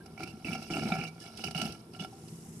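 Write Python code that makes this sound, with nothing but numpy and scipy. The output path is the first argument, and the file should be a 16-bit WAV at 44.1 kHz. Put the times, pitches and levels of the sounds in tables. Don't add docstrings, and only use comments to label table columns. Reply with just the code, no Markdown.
import sys
import numpy as np
from scipy import signal
from scipy.fft import rfft, irfft
from scipy.io import wavfile

SR = 44100
rng = np.random.default_rng(int(sys.argv[2]) if len(sys.argv) > 2 else 0)


def unload_audio(sound):
    columns = np.transpose(np.atleast_2d(sound))
    steps = np.round(np.clip(columns, -1, 1) * 32767)
    wavfile.write(sys.argv[1], SR, steps.astype(np.int16))


N = 114660

# start_s, length_s, rumble_db, throat_db, bubble_db, spray_db, bubble_hz
STREAM_SURGES = [(0.189, 0.047, -39.5, -44.5, -46, -48.5, 2470), (0.254, 0.058, -48, -57.5, -48, -54, 2620),
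                 (0.443, 0.12, -39.5, -43.5, -37.5, -44, 2530), (0.571, 0.12, -61, -55, -49.5, -53.5, 2575),
                 (0.7, 0.096, -37.5, -37.5, -37, -41, 2755), (0.803, 0.16, -35, -39, -39.5, -43, 2477),
                 (.96, 0.093, -41, -42.5, -37, -48.5, 2510), (1.062, 0.024, -63, -50.5, -44, -47.5, 2310),
                 (1.198, 0.08, -77, -54, -68, -48, 2310), (1.367, 0.055, -48, -55, -49, -45.5, 2880),
                 (1.434, 0.041, -40.5, -42.5, -33.5, -40, 2850), (1.548, 0.12, -39, -40, -39, -40.5, 2954),
                 (1.665, 0.044, -43.5, -46.5, -42, -46.5, 2870), (1.932, 0.04, -76, -53, -55, -54, 2860),
                 (1.989, 0.053, -42.5, -48, -36.5, -46.5, 3105)]
# start_s, bubble_db, bubble_hz, throat_db, spray_db
SINGLE_DROPS = [(0.0593, -64, 2480, -39, -44), (0.1767, -33.5, 2240, -34, -47),
                (0.2029, -36, 2160, -31, -59), (0.2327, -26, 2440, -54, -33),
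                (0.2744, -42, 2370, -36, -39.5), (0.4461, -27.5, 2620, -62, -54),
                (0.4697, -27, 2560, -44, -56), (0.484, -28, 2300, -33, -54),
                (0.5299, -26, 2600, -31, -34.5), (0.5524, -54, 2350, -26.5, -40),
                (0.6245, -50, 2580, -49, -37.5), (0.7014, -30, 2220, -29.5, -48),
                (0.7357, -22.5, 2672, -35, -49), (0.7677, -31, 2510, -20.5, -50),
                (0.8345, -45, 2230, -37, -35), (0.857, -35.5, 2330, -34, -56),
                (0.8844, -36, 3100, -36, -34), (0.9203, -20, 2346, -17, -52),
                (0.9374, -26.5, 2230, -34, -61), (0.9837, -34, 2400, -29.5, -41),
                (1.0129, -21.5, 2433, -52, -55), (1.0365, -34, 2600, -26, -36),
                (1.0734, -54, 2300, -60, -47), (1.2002, -69, 2900, -58, -40), (1.2234, -50, 2780, -47, -53),
                (1.373, -44, 2970, -68, -34.5), (1.3922, -43, 2410, -31, -52),
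                (1.4394, -28, 2980, -25, -29), (1.4825, -33, 2960, -26.5, -39),
                (1.509, -39, 2830, -31, -32), (1.5475, -23, 2800, -26.5, -36),
                (1.5761, -24, 2846, -46, -30.5), (1.598, -26, 2800, -27.5, -44),
                (1.6149, -22, 3000, -26, -23.5), (1.6536, -39, 2620, -60, -34),
                (1.7214, -50, 3040, -61, -35.5), (1.7484, -45, 2970, -39.5, -48),
                (1.947, -41, 2890, -35.5, -62), (2.002, -36, 2870, -42, -39),
                (2.0463, -40, 2880, -26.5, -38), (2.2814, -54, 2630, -66, -42)]

BUBBLE_RISE, SIZE_SPREAD_DB, DROP_ATTACK_S = 0.058, 2.5, 0.001186
SPRAY_PER_S, SPRAY_SPREAD_DB = 1500, 1.5
WIDE_ABOVE_HZ = 498


def stream():
    attack_s, release_s = 0.0046, 0.0066
    power = np.zeros((3, N))
    for start_s, length_s, rumble_db, throat_db, _, spray_db, _ in STREAM_SURGES:
        t = np.arange(N) / SR - start_s
        envelope = np.clip(t / attack_s, 0, 1) * np.exp(-np.maximum(t - length_s, 0) / release_s)
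        power += np.outer(undb([rumble_db, throat_db, spray_db]), envelope) ** 2
    return np.sqrt(power)


def pipe(drive):
    modes_hz = [84, 120, 164, 221, 251, 200, 290, 326, 350, 398, 465]
    # t60_s, level_db
    mode_rings = [(0.32, -16.5), (0.26, -7.5), (0.2, 0), (0.26, -6), (0.1, -5.5), (.04, 3.5),
                  (0.018, -17.5), (0.089, -4.5), (0.053, -3.5), (0.54, -11.5), (0.15, -12.5)]
    # start_s, level_db, pitch_hz
    pockets = [(0.208, -43, 190), (0.238, -35, 275), (0.337, -34.5, 208), (0.375, -39, 338),
               (0.445, -32.5, 230), (.468, -32, 283), (0.487, -27.5, 181), (.517, -29.5, 226),
               (0.584, -35, 218), (0.702, -27, 320), (0.726, -27, 290), (0.756, -28, 303),
               (.781, -26.5, 270), (.815, -37, 245), (0.854, -20.5, 212), (0.918, -20.5, 191),
               (0.983, -29.5, 152), (1.008, -30.5, 232), (1.39, -40, 298), (1.447, -34, 172),
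               (1.466, -37.5, 129), (1.554, -25.5, 162), (1.624, -26.5, 208), (1.651, -27.5, 199),
               (1.693, -48, 210), (2.009, -28.5, 189), (2.235, -39.5, 160), (2.323, -35, 165),
               (2.391, -62, 167), (2.484, -38.5, 168), (2.562, -41, 165)]
    drain_db, resonance_db = -46.5, -1
    column = ring([(hz, t60_s, db) for hz, (t60_s, db) in zip(modes_hz, mode_rings)])
    glugs = np.zeros(N)
    for start_s, db, hz in pockets:
        add(glugs, start_s, undb(db + 9.5) * bubble(hz, cycles=9.45, rise=0.093))
    impacts = patter(per_s=420, spread_db=1.65) * (drive + undb(drain_db))
    rumble = lowpass(through(impacts, column), hz=421, order=5)
    return rumble + glugs + undb(resonance_db) * through(glugs, unit_peak_gain(column))


def throat(drive):
    # pitch_hz, t60_s, level_db
    modes = [(691, 0.1, -8), (700, 0.019, -30), (749, 0.041, 4), (776, 0.092, -12.5), (970, 0.0089, -11),
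             (1365.6, 0.069, 1.5), (1364, 0.027, -4), (1680, 0.055, -9), (1775, 0.043, -17),
             (2235, 0.016, 9)]
    # time_s, level_db
    trickle = [(0, -62), (.35, -57.5), (.42, -58), (.65, -48), (1.15, -57.5), (1.75, -53.5), (1.87, -67.5),
               (2.14, -62.5), (2.25, -65), (2.6, -72)]
    tube = unit_energy(highpass(lowpass(ring(modes), hz=2100), hz=527, order=4))
    blows = np.zeros(N)
    for start_s, _, _, db, _ in SINGLE_DROPS:
        add(blows, start_s + DROP_ATTACK_S, np.array([undb(db - 2) / np.abs(tube).max()]))
    splashes = patter(per_s=260, spread_db=SIZE_SPREAD_DB) * np.hypot(drive, curve(trickle))
    return through(blows + splashes, tube)


def bubbles():
    # pitch_hz, t60_s, level_db
    modes = [(2194, 0.16, -2), (2311, 0.076, 8), (2340, 0.096, -7), (2509, 0.057, 1.5), (2750, 0.076, 3),
             (2910, 0.12, -5), (3003, 0.18, -10)]
    per_s, cycles, pitch_scatter = 220, 50, 0.128
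    direct_db, mouth_db = -9.5, 5
    chirps = np.zeros((2, N))
    for start_s, length_s, _, _, db, _, hz in STREAM_SURGES:
        swarm = np.zeros((2, N))
        for when, pitch, size, life, side in rng.random((128, 5))[:int(per_s * length_s) + 1]:
            pitch_hz = hz * np.exp(pitch_scatter * (2 * pitch - 1))
            chirp = bubble(pitch_hz, cycles * (0.5 + life), BUBBLE_RISE)
            gain = undb(-SIZE_SPREAD_DB * np.log(1 - size))
            add(swarm, start_s + when * length_s, pan(gain * chirp, 2 * side - 1))
        chirps += undb(db) * swarm * np.sqrt(2 * length_s * SR / np.sum(swarm ** 2))
    for start_s, db, hz, _, _ in SINGLE_DROPS:
        add(chirps, start_s, undb(db + 8) * bubble(hz, cycles, BUBBLE_RISE))
    mouth = unit_peak_gain(ring(modes))
    return np.array([undb(direct_db) * x + undb(mouth_db) * through(x, mouth) for x in chirps])


def plinks():
    # start_s, level_db, pitch_hz, cycles
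    lone_bubbles = [(.007, -43.5, 1580, 140), (.903, -26, 792, 55), (.922, -25, 3670, 74),
                    (1.215, -48, 1717, 260), (1.262, -38, 2240, 140), (2.125, -43.5, 773, 140),
                    (2.236, -45.5, 760, 48), (2.455, -48, 770, 59)]
    out = np.zeros(N)
    for start_s, db, hz, cycles in lone_bubbles:
        add(out, start_s, undb(db) * bubble(hz, cycles, rise=0.07))
    return out


def spray(drive):
    # time_s, level_db
    spatter = [(0, -64.5), (.33, -59), (.41, -58.5), (.65, -51), (1.05, -58), (1.12, -63), (1.18, -58.5),
               (1.33, -53), (1.75, -54), (1.86, -65.5), (2.1, -59), (2.6, -64)]
    # freq_hz, level_db
    spectrum = [(900, -19.5), (1900, -13.5), (2600, 1), (3200, -3), (3550, -9), (3900, -1.5), (4500, -1.5),
                (5050, 3.5), (5850, -0.5), (6700, -13), (9500, -9.5), (12500, -14.5)]
    burst_decay_s = 0.0036
    shower = undb(-4) * droplets() + undb(-8) * patter(SPRAY_PER_S, SPRAY_SPREAD_DB)
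    ticks = shower * np.hypot(drive, curve(spatter))
    t = np.arange(SR // 40) / SR
    burst = (1 - np.exp(-t / DROP_ATTACK_S)) * np.exp(-t / burst_decay_s)
    for start_s, _, _, _, db in SINGLE_DROPS:
        add(ticks, start_s, undb(db + 4) * burst * rng.standard_normal((2, len(t))))
    return np.array([through(x, unit_energy(colour(spectrum))) for x in ticks])


def droplets():
    low_hz, high_hz = 2820, 12350
    out = np.zeros((2, N))
    for when, pitch, size, side in rng.random((8000, 4))[:int(SPRAY_PER_S * N / SR)]:
        ratio = (high_hz / low_hz) ** pitch
        chirp = bubble(low_hz * ratio, cycles=20.3, rise=BUBBLE_RISE)
        gain = undb(SPRAY_SPREAD_DB * min(-np.log(1 - size), 4)) * ratio
        add(out, when * N / SR, pan(gain * chirp, 2 * side - 1))
    return unit_rms(out)


def foam():
    # time_s, level_db
    fizz = [(0, -95), (1.85, -74), (2.1, -64.5), (2.3, -57.5), (2.6, -55.5)]
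    # freq_hz, level_db
    spectrum = [(1000, -11), (2000, 6), (4000, -13), (5500, 8.5), (7000, 10), (9000, 10.5), (12500, 4)]
    pops = [patter(per_s=2400, spread_db=3) * curve(fizz) for _ in range(2)]
    return np.array([through(x, unit_energy(colour(spectrum))) for x in pops])


def bathroom(splash, tubes):
    basin_db, room_db = -1.5, -16.5
    basin = highpass(reflections(t60_s=0.033, onset_s=0.0006), WIDE_ABOVE_HZ)
    room = reflections(t60_s=0.35, onset_s=0.008)
    direct = splash + tubes
    reflected = undb(basin_db) * through(splash, basin) + undb(room_db) * through(direct, room)
    return undb(-4) * (direct + reflected)


def hush():
    # freq_hz, level_db
    spectrum = [(20, -12), (45, -8), (110, 17), (400, -1), (600, 0.5), (1000, -0.5), (2000, -15.5),
                (4000, -14), (5300, -37), (7000, -21), (10000, -11.5), (12500, -16)]
    response = undb(-59.5) * unit_energy(colour(spectrum))
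    mid, side = (through(rng.standard_normal(N), response) for _ in range(2))
    side = highpass(side, WIDE_ABOVE_HZ) + 0.065 * side
    return np.array([mid + side, mid - side])


def bubble(hz, cycles, rise):
    life_s = cycles / hz
    t = np.arange(int(life_s * SR)) / SR
    phase = 2 * np.pi * hz * t * (1 + rise * t / life_s / 2)
    onset = 1 - np.exp(-0.89 * hz * t)
    return np.sin(phase) * fade(t, life_s) * onset


def patter(per_s, spread_db):
    chance, size, sign = rng.random(N), rng.exponential(size=N), rng.choice([-1, 1], N)
    return unit_rms((chance < per_s / SR) * undb(spread_db * np.minimum(size, 4)) * sign)


def ring(modes):
    t = np.arange(SR // 3) / SR
    partials = (undb(db) * fade(t, t60_s) * np.cos(2 * np.pi * hz * t) for hz, t60_s, db in modes)
    return unit_energy(sum(partials))


def reflections(t60_s, onset_s):
    t = np.arange(SR // 2) / SR
    return unit_energy(rng.standard_normal(len(t)) * fade(t, t60_s) * (1 - np.exp(-t / onset_s)))


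def pan(sound, side, lag_s=0.0002, far_db=-2):
    lag, near = int(abs(side) * lag_s * SR), int(side > 0)
    pair = np.zeros((2, len(sound) + lag))
    pair[near, :len(sound)] = sound
    pair[1 - near, lag:] = sound * undb(far_db * abs(side))
    return pair


def colour(points, size=1024):
    hz, db = np.array(points).T
    bins_hz = np.arange(size // 2 + 1) * SR / size
    gain = undb(np.interp(np.log(bins_hz + 1), np.log(hz), db))
    cepstrum = irfft(np.log(gain))
    cepstrum[1:size // 2] *= 2
    cepstrum[size // 2 + 1:] = 0
    return irfft(np.exp(rfft(cepstrum)))


def curve(points):
    return undb(np.interp(np.arange(N) / SR, *np.array(points).T))


def add(out, start_s, sound):
    i = int(np.clip(start_s * SR, 0, N - 1))
    out[..., i:i + sound.shape[-1]] += sound[..., :N - i]


def through(x, response):
    return signal.fftconvolve(x, response)[:N]


def lowpass(x, hz, order=2):
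    return signal.sosfilt(signal.butter(order, hz, fs=SR, output="sos"), x)


def highpass(x, hz, order=2):
    return signal.sosfilt(signal.butter(order, hz, "high", fs=SR, output="sos"), x)


def fade(t, t60_s):
    return np.exp(-np.log(1000) * t / t60_s)


def undb(db):
    return 10 ** (np.asarray(db) / 20)


def unit_rms(x):
    return x / np.sqrt(np.mean(x ** 2))


def unit_energy(response):
    return response / np.sqrt(np.sum(response ** 2))


def unit_peak_gain(response):
    return response / np.abs(rfft(response)).max()


def scene():
    # freq_hz, gain_db
    left_eq = [(60, 1), (300, -.5), (640, 1.5), (1300, -.5), (1750, -7), (2300, -11.5), (3000, -9),
               (5000, -7), (6800, -3), (9000, 0), (12500, -2)]
    rumble_drive, throat_drive, spray_drive = stream()
    tubes = pipe(rumble_drive) + undb(1) * throat(throat_drive) + plinks()
    splash_left, splash_right = bubbles() + spray(spray_drive)
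    left = through(bathroom(splash_left, tubes), colour(left_eq))
    right = bathroom(splash_right, tubes)
    return np.array([left, right]) + foam() + hush()


def record(dry):
    low_hz, top_hz = 30, 12300
    top_cut = signal.ellip(10, 0.2, 70, top_hz, fs=SR, output="sos")
    return signal.sosfilt(top_cut, highpass(dry, low_hz))


dry = scene()
out = record(dry)
unload_audio(out)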